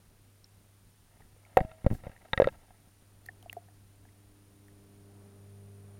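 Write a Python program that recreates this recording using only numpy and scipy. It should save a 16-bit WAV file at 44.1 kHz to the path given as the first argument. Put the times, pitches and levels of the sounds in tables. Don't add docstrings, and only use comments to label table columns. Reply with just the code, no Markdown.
import sys
import numpy as np
from scipy import signal
from scipy.fft import rfft, irfft, next_fast_len
from scipy.io import wavfile
from scipy.ndimage import map_coordinates

SR = 44100
rng = np.random.default_rng(int(sys.argv[2]) if len(sys.argv) > 2 else 0)


def generate_wav(sig):
    pcm = np.round(np.clip(np.atleast_2d(sig).T, -1, 1) * 32767).astype(np.int16)
    wavfile.write(sys.argv[1], SR, pcm)


def attenuation_scalar(level_db):
    decades = np.asarray(level_db, float) / 20
    return 10 ** decades


N = 264159
MAINS_HZ = 50.0

# start_s, throb_100hz_db, overtones_db, tone_300hz_db, motor_noise_db
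PUMP_CURVES = [(0, -67, -88, -90, -69.5), (.45, -63, -81.5, -90, -71.5), (1.0, -67, -85, -93, -78),
               (1.5, -62, -86.5, -85, -70), (2.3, -68, -82.5, -84, -73.5), (2.85, -67.5, -84.5, -83, -75.5),
               (3.4, -59, -79, -75, -66), (3.9, -59.5, -78, -77, -71.5), (4.35, -62.5, -74, -68.5, -71),
               (4.8, -60, -67, -66.5, -68), (5.25, -57, -63.5, -70.5, -65.5),
               (5.6, -52.5, -62.5, -77.5, -66.5), (5.99, -52, -62.5, -73, -64)]
# multiple_of_mains, level_db
PUMP_OVERTONES = [(3, -7.5), (4, 1), (5, -20), (8, -2), (9, -15.5), (10, -24.5), (12, -14.5), (14, -16),
                  (18, -29.5)]
# freq_hz, level_db
MOTOR_COLOUR = [(15, -44), (60, -6.5), (150, -3), (300, -6), (600, -11), (1800, -22.5), (3000, -33),
                (5000, -58)]
# freq_hz, level_db
HISS_COLOUR = [(100, 1.5), (1000, -2.5), (4000, -6.5), (9000, -8.5), (13000, -8), (16000, -12.5)]
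# start_s, scrape_db, water_slosh_db
RUB_CURVES = [(0, -82, -67.5), (1.05, -94, -63.5), (1.1, -75, -64), (1.16, -65, -66), (1.25, -80, -60),
              (1.42, -76, -66), (1.5, -65, -69), (1.56, -66, -64), (1.6, -62, -52), (1.7, -64.5, -56),
              (1.8, -67, -65.5), (1.87, -64, -58), (1.95, -69, -48.5), (2.0, -65.5, -59), (2.07, -57, -54),
              (2.13, -62, -60), (2.2, -67, -59.5), (2.27, -59, -64.5), (2.32, -74, -61.5), (2.43, -51, -55),
              (2.5, -63, -57.5), (2.56, -66.5, -62), (2.7, -69.5, -65.5), (2.82, -71, -59),
              (3.0, -86, -66.5), (3.6, -78.5, -65.5), (4.5, -90, -65), (5.99, -87, -71.5)]
# freq_hz, level_db
SLOSH_COLOUR = [(8, -30.5), (20, 0.5), (60, -6), (120, -10), (300, -19), (800, -45)]
# pitch_hz, level_db, t60_s
SHELL_MODES = [(873, -1.5, 0.022), (1330, 1.5, .025), (1630, -1.5, 0.026), (1860, 1.5, 0.02),
               (2070, -5.5, .025), (2590, -4.5, 0.016), (3650, -6.5, .012), (4200, -20, .012)]
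# start_s, ring_db, pitch_hz, t60_s, rise_s, crack_db
TICK_EVENTS = [(.4435, -47.5, 5440, 0.0067, .0015, -60), (.443, -51.5, 4130, 0.0071, .0005, -70.5),
               (1.204, -56, 830, 0.022, .001, -60.5), (1.22, -56, 1850, 0.017, 0.00091, -62.5),
               (1.363, -57.5, 480, 0.026, 0.00093, -70), (1.451, -52, 2230, .012, 0.00046, -56.5),
               (1.573, -41.5, 641, 0.51, 0.0087, -22.5), (2.164, -47, 1860, 0.01, .0005, -60),
               (2.177, -56, 2000, 0.0091, .0005, -60), (2.218, -52, 2010, 0.0086, .0003, -58),
               (2.3328, -23, 3720, 0.0098, 0.0011, -45.5), (2.335, -51, 1644, 0.094, .003, -80.5),
               (2.55, -56, 850, 0.031, 0.0021, -80), (3.2588, -51, 4300, .006, .0003, -45),
               (3.2625, -52.5, 1880, .015, .0005, -35), (3.287, -33.5, 1830, 0.018, 0.0017, -58),
               (3.29, -48, 730, 0.023, 0.0021, -77.5), (3.427, -51, 3060, 0.0066, .0003, -41),
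               (3.428, -55.5, 724, 0.031, 0.00091, -80), (3.460, -42.5, 690, 0.036, .001, -75),
               (3.497, -31, 2766, 0.0074, 0.00076, -53.5), (3.5287, -37, 1955, 0.0091, 0.00021, -26.5),
               (3.529, -48, 706, .025, .001, -82), (3.567, -34.5, 698, 0.047, 0.0033, -66.5),
               (3.567, -43, 422, 0.042, 0.00089, -83), (3.62, -59, 710, 0.032, .002, -80),
               (3.685, -55.5, 718, .03, .001, -64), (3.686, -61, 1790, .015, .001, -80),
               (4.052, -62, 1680, .015, .001, -70), (4.053, -58.5, 727, .02, .001, -80),
               (4.088, -61.5, 2000, .015, 0.00093, -68.5), (4.683, -55, 1860, .012, .0005, -52.5)]
# start_s, low_mode_db, upper_mode_db, thump_db, shell_rattle_db, t60_s
KNOCK_EVENTS = [(1.5706, -5, -6, -27, -13.5, 0.032), (1.5865, -23, -22, -36, -37.5, 0.053),
                (1.605, -34, -27, -28, -35.5, 0.059), (1.611, -43, -42.5, -22, -48.5, .05),
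                (1.648, -50, -46, -31.5, -50, 0.043), (1.715, -60, -49.5, -51, -47, .04),
                (1.8448, -42, -46, -27.5, -46.5, 0.033), (1.854, -45, -52, -45, -57, .03),
                (1.864, -13, -33, -12.5, -34, 0.029), (1.903, -39, -46, -31, -46, 0.017),
                (1.9121, -47, -40, -20, -50.5, 0.024), (1.922, -36.5, -54, -26, -54, .03),
                (1.930, -46, -55, -25, -60, 0.037), (1.948, -50, -49, -44, -53, 0.032),
                (2.037, -42, -47, -46, -47, .03), (2.056, -55, -43.5, -51.5, -53, 0.025),
                (2.068, -30, -43, -34, -46.5, 0.024), (2.095, -45, -54, -41, -54, .03),
                (2.116, -62, -55, -59, -50.5, .03), (2.3325, -26, -36.5, -29, -19.5, 0.036),
                (2.376, -26.5, -32.5, -26.5, -22.5, 0.039), (2.400, -0.5, -22, -33.5, -27.5, 0.019),
                (2.4195, -6, -28.5, -28, -29, 0.025), (2.443, -22, -31.5, -33.5, -29, 0.018),
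                (2.455, -36, -42.5, -30, -48.5, 0.026), (2.462, -41, -52, -34, -47, .03),
                (2.4724, -10, -36.5, -49, -29.5, 0.028), (2.486, -44, -58.5, -45, -35, 0.033),
                (2.525, -63, -56.5, -55, -54, .03), (2.706, -57.5, -45.5, -55.5, -57, 0.025),
                (2.873, -63, -67, -50.5, -86, 0.036), (3.022, -63, -66, -52, -71, .03)]


def unit(x):
    return x / np.sqrt(np.mean(x ** 2) + 1e-20)


def curves(rows):
    start_s, *columns = np.transpose(rows)
    return [np.interp(np.arange(N) / SR, start_s, column) for column in columns]


def wobble(rate_hz):
    knots = rng.standard_normal(int(N * rate_hz / SR) + 4)
    return map_coordinates(knots, [np.arange(N) * rate_hz / SR])


def coloured_noise(colour):
    size = next_fast_len(N + 8192)
    hz, db = np.transpose(colour)
    bins_hz = np.fft.rfftfreq(size, 1 / SR)
    gain = attenuation_scalar(np.interp(np.log(bins_hz + 1), np.log(hz), db))
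    white = rng.standard_normal(size)
    return unit(irfft(rfft(white) * gain, size)[:N])


def ring(t, hz, t60, rise):
    decay = attenuation_scalar(-60 * t / t60)
    onset = 1 - np.exp(-t / rise)
    return np.sin(2 * np.pi * hz * t) * decay * onset


def add(track, start_s, sound):
    track[round(start_s * SR):][:len(sound)] += sound


def pump():
    throb_db, overtones_db, third_db, noise_db = curves(PUMP_CURVES)
    mains_phase = 2 * np.pi * MAINS_HZ * np.arange(N) / SR

    def hum_line(multiple, db):
        level = np.sqrt(2) * attenuation_scalar(db + 0.8 * wobble(7.5))
        phase = multiple * mains_phase + multiple * multiple + 0.15 * wobble(5)
        return level * np.sin(phase)

    hum = hum_line(2, throb_db) + hum_line(6, third_db)
    for multiple, db in PUMP_OVERTONES:
        hum += hum_line(multiple, overtones_db + db)
    throbbing = 1 + 0.25 * np.sin(2 * mains_phase)
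    motor = attenuation_scalar(noise_db + wobble(8)) * coloured_noise(MOTOR_COLOUR) * throbbing
    return hum + motor


def circuit():
    whine_hz, switch_hz = 9525.37, 36.36
    t = np.arange(N) / SR
    switch = np.tanh(5 * np.sin(2 * np.pi * switch_hz * (t - 0.0198)))
    whine = (attenuation_scalar(-80.0) + attenuation_scalar(-69.5) * switch) * np.sin(2 * np.pi * whine_hz * t)
    creep_db = np.interp(t, [0, 1.5, 2.5, 4, 6], [-5.5, -3, -2.5, -4, 0])
    return attenuation_scalar(creep_db) * whine + attenuation_scalar(-69) * coloured_noise(HISS_COLOUR)


def rubbing():
    scrape_db, slosh_db = curves(RUB_CURVES)
    clumping_db = 5 * wobble(70) + 3 * wobble(400)
    grains = rng.standard_normal(N) * attenuation_scalar(clumping_db)
    t = np.arange(SR // 16) / SR
    body = attenuation_scalar(6) * ring(t, 740, 0.012, 0.00023)
    for hz, db, t60 in SHELL_MODES:
        body += attenuation_scalar(db) * ring(t, hz, 0.6 * t60, 0.0003)
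    scrape = unit(signal.fftconvolve(grains, body)[:N])
    slosh = unit(attenuation_scalar(3.4 * wobble(14)) * coloured_noise(SLOSH_COLOUR))
    return attenuation_scalar(scrape_db) * scrape + attenuation_scalar(slosh_db) * slosh


def ticks():
    track, t = np.zeros(N + SR), np.arange(SR // 2) / SR
    for start_s, ring_db, hz, t60, rise, crack_db in TICK_EVENTS:
        tone = ring(t, hz, t60, abs(rise) + 1e-4)
        tone = tone / np.abs(tone).max()
        crack = attenuation_scalar(-60 * t / 0.01) * np.diff(rng.standard_normal(len(t) + 1))
        add(track, start_s, attenuation_scalar(ring_db) * tone + attenuation_scalar(crack_db - 10.5) * crack)
    return track[:N]


def knocks():
    track, t = np.zeros(N + SR), np.arange(SR // 8) / SR
    chance = rng.standard_normal((len(KNOCK_EVENTS), len(SHELL_MODES) + 1))
    for (start_s, low_db, upper_db, thump_db, shell_db, t60), luck in zip(KNOCK_EVENTS, chance):
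        cavity = attenuation_scalar(low_db + 1.5) * ring(t, 538, t60, 0.0008)
        cavity += attenuation_scalar(upper_db + 2.5) * ring(t, 738, t60, 0.0008)
        u = t / 0.00075
        thump = attenuation_scalar(thump_db + 10) * u * u * (1 - u / 1.6) * np.exp(-u)
        rattle = np.zeros(len(t))
        for (hz, db, wall_t60), vary in zip(SHELL_MODES, luck):
            rattle += attenuation_scalar(db + 4.5 * vary) * ring(t, hz * (1 + 0.01 * vary), wall_t60, 0.00036)
        softened = np.convolve(rng.standard_normal(len(t)), np.hanning(6), "same")
        grit = attenuation_scalar(-23.5 - 60 * t / 0.008) * softened
        add(track, start_s, cavity + thump + attenuation_scalar(shell_db - 4) * (rattle + grit))
    return track[:N]


def scene():
    mix = pump() + circuit() + rubbing() + ticks() + knocks()
    return mix[None]


def roll_off(x):
    return signal.sosfilt(signal.butter(12, 16320, fs=SR, output="sos"), x)


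def record(dry):
    ceiling = 0.68
    clipped = dry / (1 + np.abs(dry / ceiling) ** 8) ** (1 / 8)
    return roll_off(clipped)


dry = scene()
out = record(dry)
generate_wav(out)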